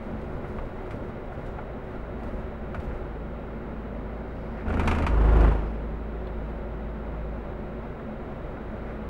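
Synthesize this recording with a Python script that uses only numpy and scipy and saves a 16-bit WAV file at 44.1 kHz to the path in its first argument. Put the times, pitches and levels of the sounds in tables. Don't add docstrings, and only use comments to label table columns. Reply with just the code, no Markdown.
import sys
import numpy as np
from scipy.fft import rfft, irfft, next_fast_len
from scipy.io import wavfile
from scipy.ndimage import map_coordinates

SR = 44100
rng = np.random.default_rng(int(sys.argv[2]) if len(sys.argv) > 2 else 0)


def to_wav(s):
    ch = np.atleast_2d(s).T
    pcm = np.round(np.clip(ch, -1, 1) * 32767)
    wavfile.write(sys.argv[1], SR, pcm.astype(np.int16))


N = 400869

# frequency in Hz, relative spectral density in dB.
CABIN_SPECTRUM = [(20, 2.5), (45, -15.5), (85, -1), (180, -5.5), (320, -5), (580, -1.5), (760, -7.5),
                  (1300, -16), (2150, -22), (3000, -31), (4300, -42), (6000, -52), (9000, -56),
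                  (15000, -61)]
TYRE_CAVITY_SPECTRUM = [(100, -69.5), (170, -23.5), (200, -6.5), (217, -1), (232, -4), (255, -8.5),
                        (310, -20), (600, -93.5)]
SUSPENSION_SPECTRUM = [(8, -20), (20, -10.5), (33, 8.5), (44, -7), (53, 0.5), (63, -2.5), (76, -2),
                       (110, -7), (200, -24.5), (500, -70), (2000, -120)]
THUD_SPECTRUM = [(25, -11), (75, 2), (130, -6), (220, -5.5), (450, -19), (1500, -53), (5000, -100)]
FIZZ_SPECTRUM = [(300, -22.5), (2000, 1), (4500, 7), (7000, 1.5), (10000, -2), (13000, -4.5), (15500, -22)]
HISS_SPECTRUM = [(2500, -18), (4900, 2), (6500, -14), (12000, -17), (15500, -30)]
SQUEAK_SPECTRUM = [(11000, -70), (13200, -20), (13480, 0), (13750, -20), (15500, -70)]
SCUFF_SPECTRUM = [(500, -41), (1200, 2), (1700, 7), (2300, 2), (3200, -19), (4800, -24), (7000, -34),
                  (14000, -44)]
RATTLE_SPECTRUM = [(300, -2.5), (750, -4), (1300, 3), (1750, -5.5), (2500, -5), (3500, -17.5), (5000, -26),
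                   (8000, -29), (12500, -38.5), (15500, -55)]
TICK_SPECTRUM = [(300, -24), (1500, 2), (3000, 10), (6000, -4.5), (9000, -4.5), (12500, -15), (15500, -24)]
DASHBOARD_SPECTRUM = [(300, -12), (700, 6.5), (1050, -1.5), (1450, -3), (1800, -7.5), (3000, -21),
                      (5000, -44), (12000, -62)]
SNAP_SPECTRUM = [(1000, -20), (2700, -2), (3400, 8), (4400, -1), (5200, -27), (13000, -26)]
FRONT_SLAP_SPECTRUM = [(40, 6), (110, 5), (330, 5.5), (520, -2), (760, -3.5), (1400, -15), (1800, -15.5),
                       (2600, -19.5), (3600, -38), (6000, -46), (12000, -60), (15500, -80)]
REAR_SLAP_SPECTRUM = [(40, 0), (120, -2.5), (400, 1.5), (700, -4.5), (1000, -4.5), (1400, -12), (1700, -16),
                      (2800, -24.5), (3700, -34.5), (6000, -46), (12000, -54), (15500, -64)]

# centre in Hz, width in Hz, lift in dB.
CABIN_RESONANCES = [(126.6, 13.3, 7.5), (145.7, 5.5, 11.5), (168.6, 3, 6), (366.5, 34, 8.5), (450, 54, 0),
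                    (679, 30, -4.5), (1387, 216, 5), (1970, 67, 2.5), (2110, 99, 1.5), (3840, 240, 5.5)]
TRIM_RESONANCES = [(757, 26, 13.5), (930, 83, 8), (1230, 100, 4.5), (1430, 130, -0.5), (2057, 80, 6.5),
                   (2336, 54, 6.5), (2640, 60, 2), (3930, 120, 2.5), (4300, 60, 3), (4750, 110, 7.5),
                   (5700, 60, 10), (6200, 60, 3)]
DASHBOARD_RESONANCES = [(1260, 90, 3.5), (1430, 130, 10)]

# multiple of the firing or ridge rate, relative level in dB.
ENGINE_PARTIALS = [(1, -1.5), (1.5, -15.5), (3, -14), (4, -15)]
FRONT_PARTIALS = [(1, -4.5), (2, -12), (3, 0.5), (4, -21), (5, -21), (6, -22), (7, -29), (8, -11),
                  (9, -12.5)]
REAR_PARTIALS = [(1, -16), (2, 0.5), (3, -12), (4, -15.5), (5, -23.5), (6, -15), (7, -30), (8, -30),
                 (9, -23), (10, -24), (11, -38), (12, -26.5), (13, -27.5), (14, -21.5)]

# frequency in Hz, rms level in dB.
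WHINE_TONES = [(7127, -96), (14287, -100), (15698, -87)]

# time in seconds, level in dB.
ENGINE_BOOM_LEVELS = [(1.4, -49), (1.9, -42), (2.4, -43), (2.85, -39.5), (4.5, -37), (6.3, -35.5),
                      (7.3, -35.5), (8, -44), (9, -39.5)]
TYRE_HUM_LEVELS = [(.1, -40.5), (.65, -45.5), (1.6, -46.5), (2.3, -41.5), (2.9, -45.5), (4, -42),
                   (6.8, -46.5), (7.8, -42.5), (9, -43)]

# centre in seconds, length in seconds, roughness (1 is fully rough).
ROUGH_PATCHES = [(.1, 0.85, 0.71), (.57, 0.4, 0.63), (.97, 0.42, 0.8), (1.45, 0.38, 0.74),
                 (1.92, .18, 0.65), (2.3, 0.33, 0.84), (2.87, 0.39, 0.85), (6.45, 0.28, 0.22),
                 (8.65, 1, .3)]

# centre in seconds, length in seconds, level at the crest in dB.
HISS_SWELLS = [(4.48, 0.49, -75), (5.68, .2, -74.5)]
SQUEAK_SWELLS = [(2.235, .04, -82), (2.73, 0.033, -85), (2.85, .08, -81)]
SCUFF_SWELLS = [(4.6, 0.075, -49), (8.9, 0.085, -50)]

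# start in seconds, relative level in dB.
TYRE_THUDS = [(0.109, -32), (0.929, -28.5), (1.019, -35), (2.119, -31.5), (2.271, -38), (2.329, -34),
              (2.438, -35), (2.749, -30), (2.839, -46)]
RATTLE_HITS = [(.907, -39), (2.745, -37), (4.7005, -40), (4.7391, -35.5), (4.7953, -24), (4.8312, -35),
               (4.8746, -19), (4.9115, -23), (4.9482, -29), (4.9839, -28.5), (5.0218, -30.5),
               (5.0652, -21.5)]
PLASTIC_TICKS = [(.214, -60.5), (.906, -55), (.921, -62), (1.462, -57), (2.233, -57), (2.8, -57),
                 (4.681, -55), (4.857, -49), (5.408, -47.5)]
DASHBOARD_KNOCKS = [(.4424, -37.5), (.5846, -33), (.915, -39), (1.3154, -38), (1.5848, -32), (2.7442, -32),
                    (2.9094, -40.5), (4.702, -29), (7.9944, -39), (8.1984, -44), (8.5689, -38)]
FASTENER_SNAPS = [(6.2705, -50.5)]

RIDGE_HZ, CROSSING_S = 26.28, 0.39
FRONT_ARRIVAL_S, REAR_ARRIVAL_S = 4.648, 5.062
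FRONT_ENVELOPE = dict(attack_s=0.02, growth_db_per_s=3, decay_db_per_s=150)
REAR_ENVELOPE = dict(attack_s=0.04, growth_db_per_s=17, decay_db_per_s=68)
TIME = np.arange(N) / SR


def amp(db):
    return 10 ** (np.asarray(db) / 20)


def unit(x):
    return x / np.sqrt(np.mean(x ** 2) + 1e-20)


def level_curve(rows):
    return np.interp(TIME, *np.transpose(rows))


def wobble(rate):
    knots = rng.standard_normal(int(N * rate / SR) + 4)
    return map_coordinates(knots, [TIME * rate])


def swells(rows):
    return sum(height * np.exp(-(2 * (TIME - centre) / length) ** 2) for centre, length, height in rows)


def colour(x, spectrum, modes=()):
    size = 2 * next_fast_len(len(x) // 2 + 4096)
    hz = np.fft.rfftfreq(size, 1 / SR)
    knot_hz, knot_db = np.transpose(spectrum)
    db = np.interp(np.log(hz + 1), np.log(knot_hz), knot_db)
    for centre, width, lift in modes:
        db = db + lift / (1 + (2 * (hz - centre) / width) ** 2)
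    cepstrum = irfft(np.log(amp(db)))
    cepstrum[1:size // 2] *= 2
    cepstrum[size // 2 + 1:] = 0
    return irfft(rfft(x, size) * np.exp(rfft(cepstrum)))[:len(x)]


def noise(spectrum, modes=()):
    return unit(colour(rng.standard_normal(N), spectrum, modes))


def noise_swells(rows, spectrum):
    envelope = swells([(centre, length, amp(db)) for centre, length, db in rows])
    return envelope * noise(spectrum)


def drone(cycles, partials, drift_rad, drift_rate):
    tone = np.zeros(N)
    for order, db in partials:
        phase = 2 * np.pi * (order * cycles + rng.random())
        tone += amp(db) * np.sin(phase + drift_rad * order * wobble(drift_rate))
    return unit(tone)


def contacts(rows, spectrum, modes=(), *, t60, echo_db, echo_t60, attack_s=0.00078):
    out, t = np.zeros(N + SR), np.arange(SR // 5) / SR
    rise = 1 - np.exp(-t / attack_s)
    envelope = rise * (amp(-60 * t / t60) + amp(echo_db - 60 * t / echo_t60))
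    for start, db in rows:
        hit = colour(envelope * rng.standard_normal(len(t)), spectrum, modes)
        hit *= np.linalg.norm(envelope) / np.linalg.norm(hit)
        out[round(start * SR):][:len(t)] += amp(db) * hit
    return out[:N]


def whine():
    return sum(amp(db) * np.sqrt(2) * np.sin(2 * np.pi * hz * TIME) for hz, db in WHINE_TONES)


def engine(firing_hz=54.2, wander_hz=0.244):
    cycles = np.cumsum(firing_hz + wander_hz * wobble(1)) / SR
    boom_db = level_curve(ENGINE_BOOM_LEVELS) + 0.87 * wobble(5)
    return amp(boom_db) * drone(cycles, ENGINE_PARTIALS, drift_rad=0.35, drift_rate=6.5)


def road(roar_rise_db_per_s=0.04):
    roughness = swells(ROUGH_PATCHES)
    roar_db = -38.5 + roar_rise_db_per_s * TIME + 1.5 * roughness + 0.22 * wobble(12)
    roar = amp(roar_db) * noise(CABIN_SPECTRUM, CABIN_RESONANCES)
    hum = amp(level_curve(TYRE_HUM_LEVELS)) * noise(TYRE_CAVITY_SPECTRUM)
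    heave = amp(-45 + 10 * roughness) * noise(SUSPENSION_SPECTRUM)
    trim_fizz = amp(-86.5 + 16 * roughness + 2 * wobble(70)) * noise(FIZZ_SPECTRUM)
    thuds = amp(-1) * contacts(TYRE_THUDS, THUD_SPECTRUM, t60=0.17, echo_db=-22, echo_t60=0.31)
    return roar + hum + heave + trim_fizz + thuds


def shaking(age, attack_s, growth_db_per_s, decay_db_per_s):
    rise = 1 - np.exp(-np.maximum(age, 0) / attack_s)
    until_exit, since_exit = np.maximum(CROSSING_S - age, 0), np.maximum(age - CROSSING_S, 0)
    return rise * amp(-growth_db_per_s * until_exit - decay_db_per_s * since_exit)


def shaken_hits(full_db, count=13, scatter_s=0.005, scatter_db=2):
    age, rows = np.arange(1, count + 1) / RIDGE_HZ, []
    for arrival_s, envelope in ((FRONT_ARRIVAL_S, FRONT_ENVELOPE), (REAR_ARRIVAL_S, REAR_ENVELOPE)):
        late, loud = rng.standard_normal((count, 2)).T
        starts = arrival_s + age + scatter_s * late
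        levels = full_db + 20 * np.log10(shaking(age, **envelope)) + scatter_db * loud
        rows += zip(starts, levels)
    return rows


def trim():
    rattle = contacts(RATTLE_HITS, RATTLE_SPECTRUM, TRIM_RESONANCES,
                      t60=0.04, echo_db=-10.5, echo_t60=0.24, attack_s=0.001)
    ticks = amp(-2.5) * contacts(PLASTIC_TICKS + shaken_hits(-54), TICK_SPECTRUM,
                                 t60=0.035, echo_db=-5.5, echo_t60=0.21, attack_s=0.00052)
    knocks = contacts(DASHBOARD_KNOCKS + shaken_hits(-31.5), DASHBOARD_SPECTRUM, DASHBOARD_RESONANCES,
                      t60=0.07, echo_db=-18, echo_t60=0.14, attack_s=0.001)
    snaps = contacts(FASTENER_SNAPS, SNAP_SPECTRUM, t60=0.029, echo_db=-18, echo_t60=0.12)
    squeaks = noise_swells(SQUEAK_SWELLS, SQUEAK_SPECTRUM)
    scuffs = noise_swells(SCUFF_SWELLS, SCUFF_SPECTRUM)
    return rattle + ticks + knocks + snaps + squeaks + scuffs


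def axle(arrival_s, envelope, partials, slap_spectrum, drum_db, slap_db, throb_db, drift_rad):
    age = TIME - arrival_s
    ridges = RIDGE_HZ * age
    throb = amp(throb_db * np.cos(2 * np.pi * ridges))
    slap = amp(slap_db) * unit(throb * noise(slap_spectrum))
    drum = amp(drum_db) * drone(ridges, partials, drift_rad, drift_rate=12)
    return shaking(age, **envelope) * (drum + slap)


def scene():
    front = axle(FRONT_ARRIVAL_S, FRONT_ENVELOPE, FRONT_PARTIALS, FRONT_SLAP_SPECTRUM,
                 drum_db=-25.5, slap_db=-29.8, throb_db=-2.5, drift_rad=0.23)
    rear = axle(REAR_ARRIVAL_S, REAR_ENVELOPE, REAR_PARTIALS, REAR_SLAP_SPECTRUM,
                drum_db=-15, slap_db=-26.3, throb_db=1.5, drift_rad=0.092)
    cabin = road() + engine() + front + rear + trim() + noise_swells(HISS_SWELLS, HISS_SPECTRUM) + whine()
    return cabin[None]


def record(dry, cutoff_hz=15800):
    size = next_fast_len(N + SR // 2)
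    passband = np.fft.rfftfreq(size, 1 / SR) < cutoff_hz
    return irfft(rfft(dry, size) * passband, size)[:, :N]


dry = scene()
out = record(dry)
to_wav(out)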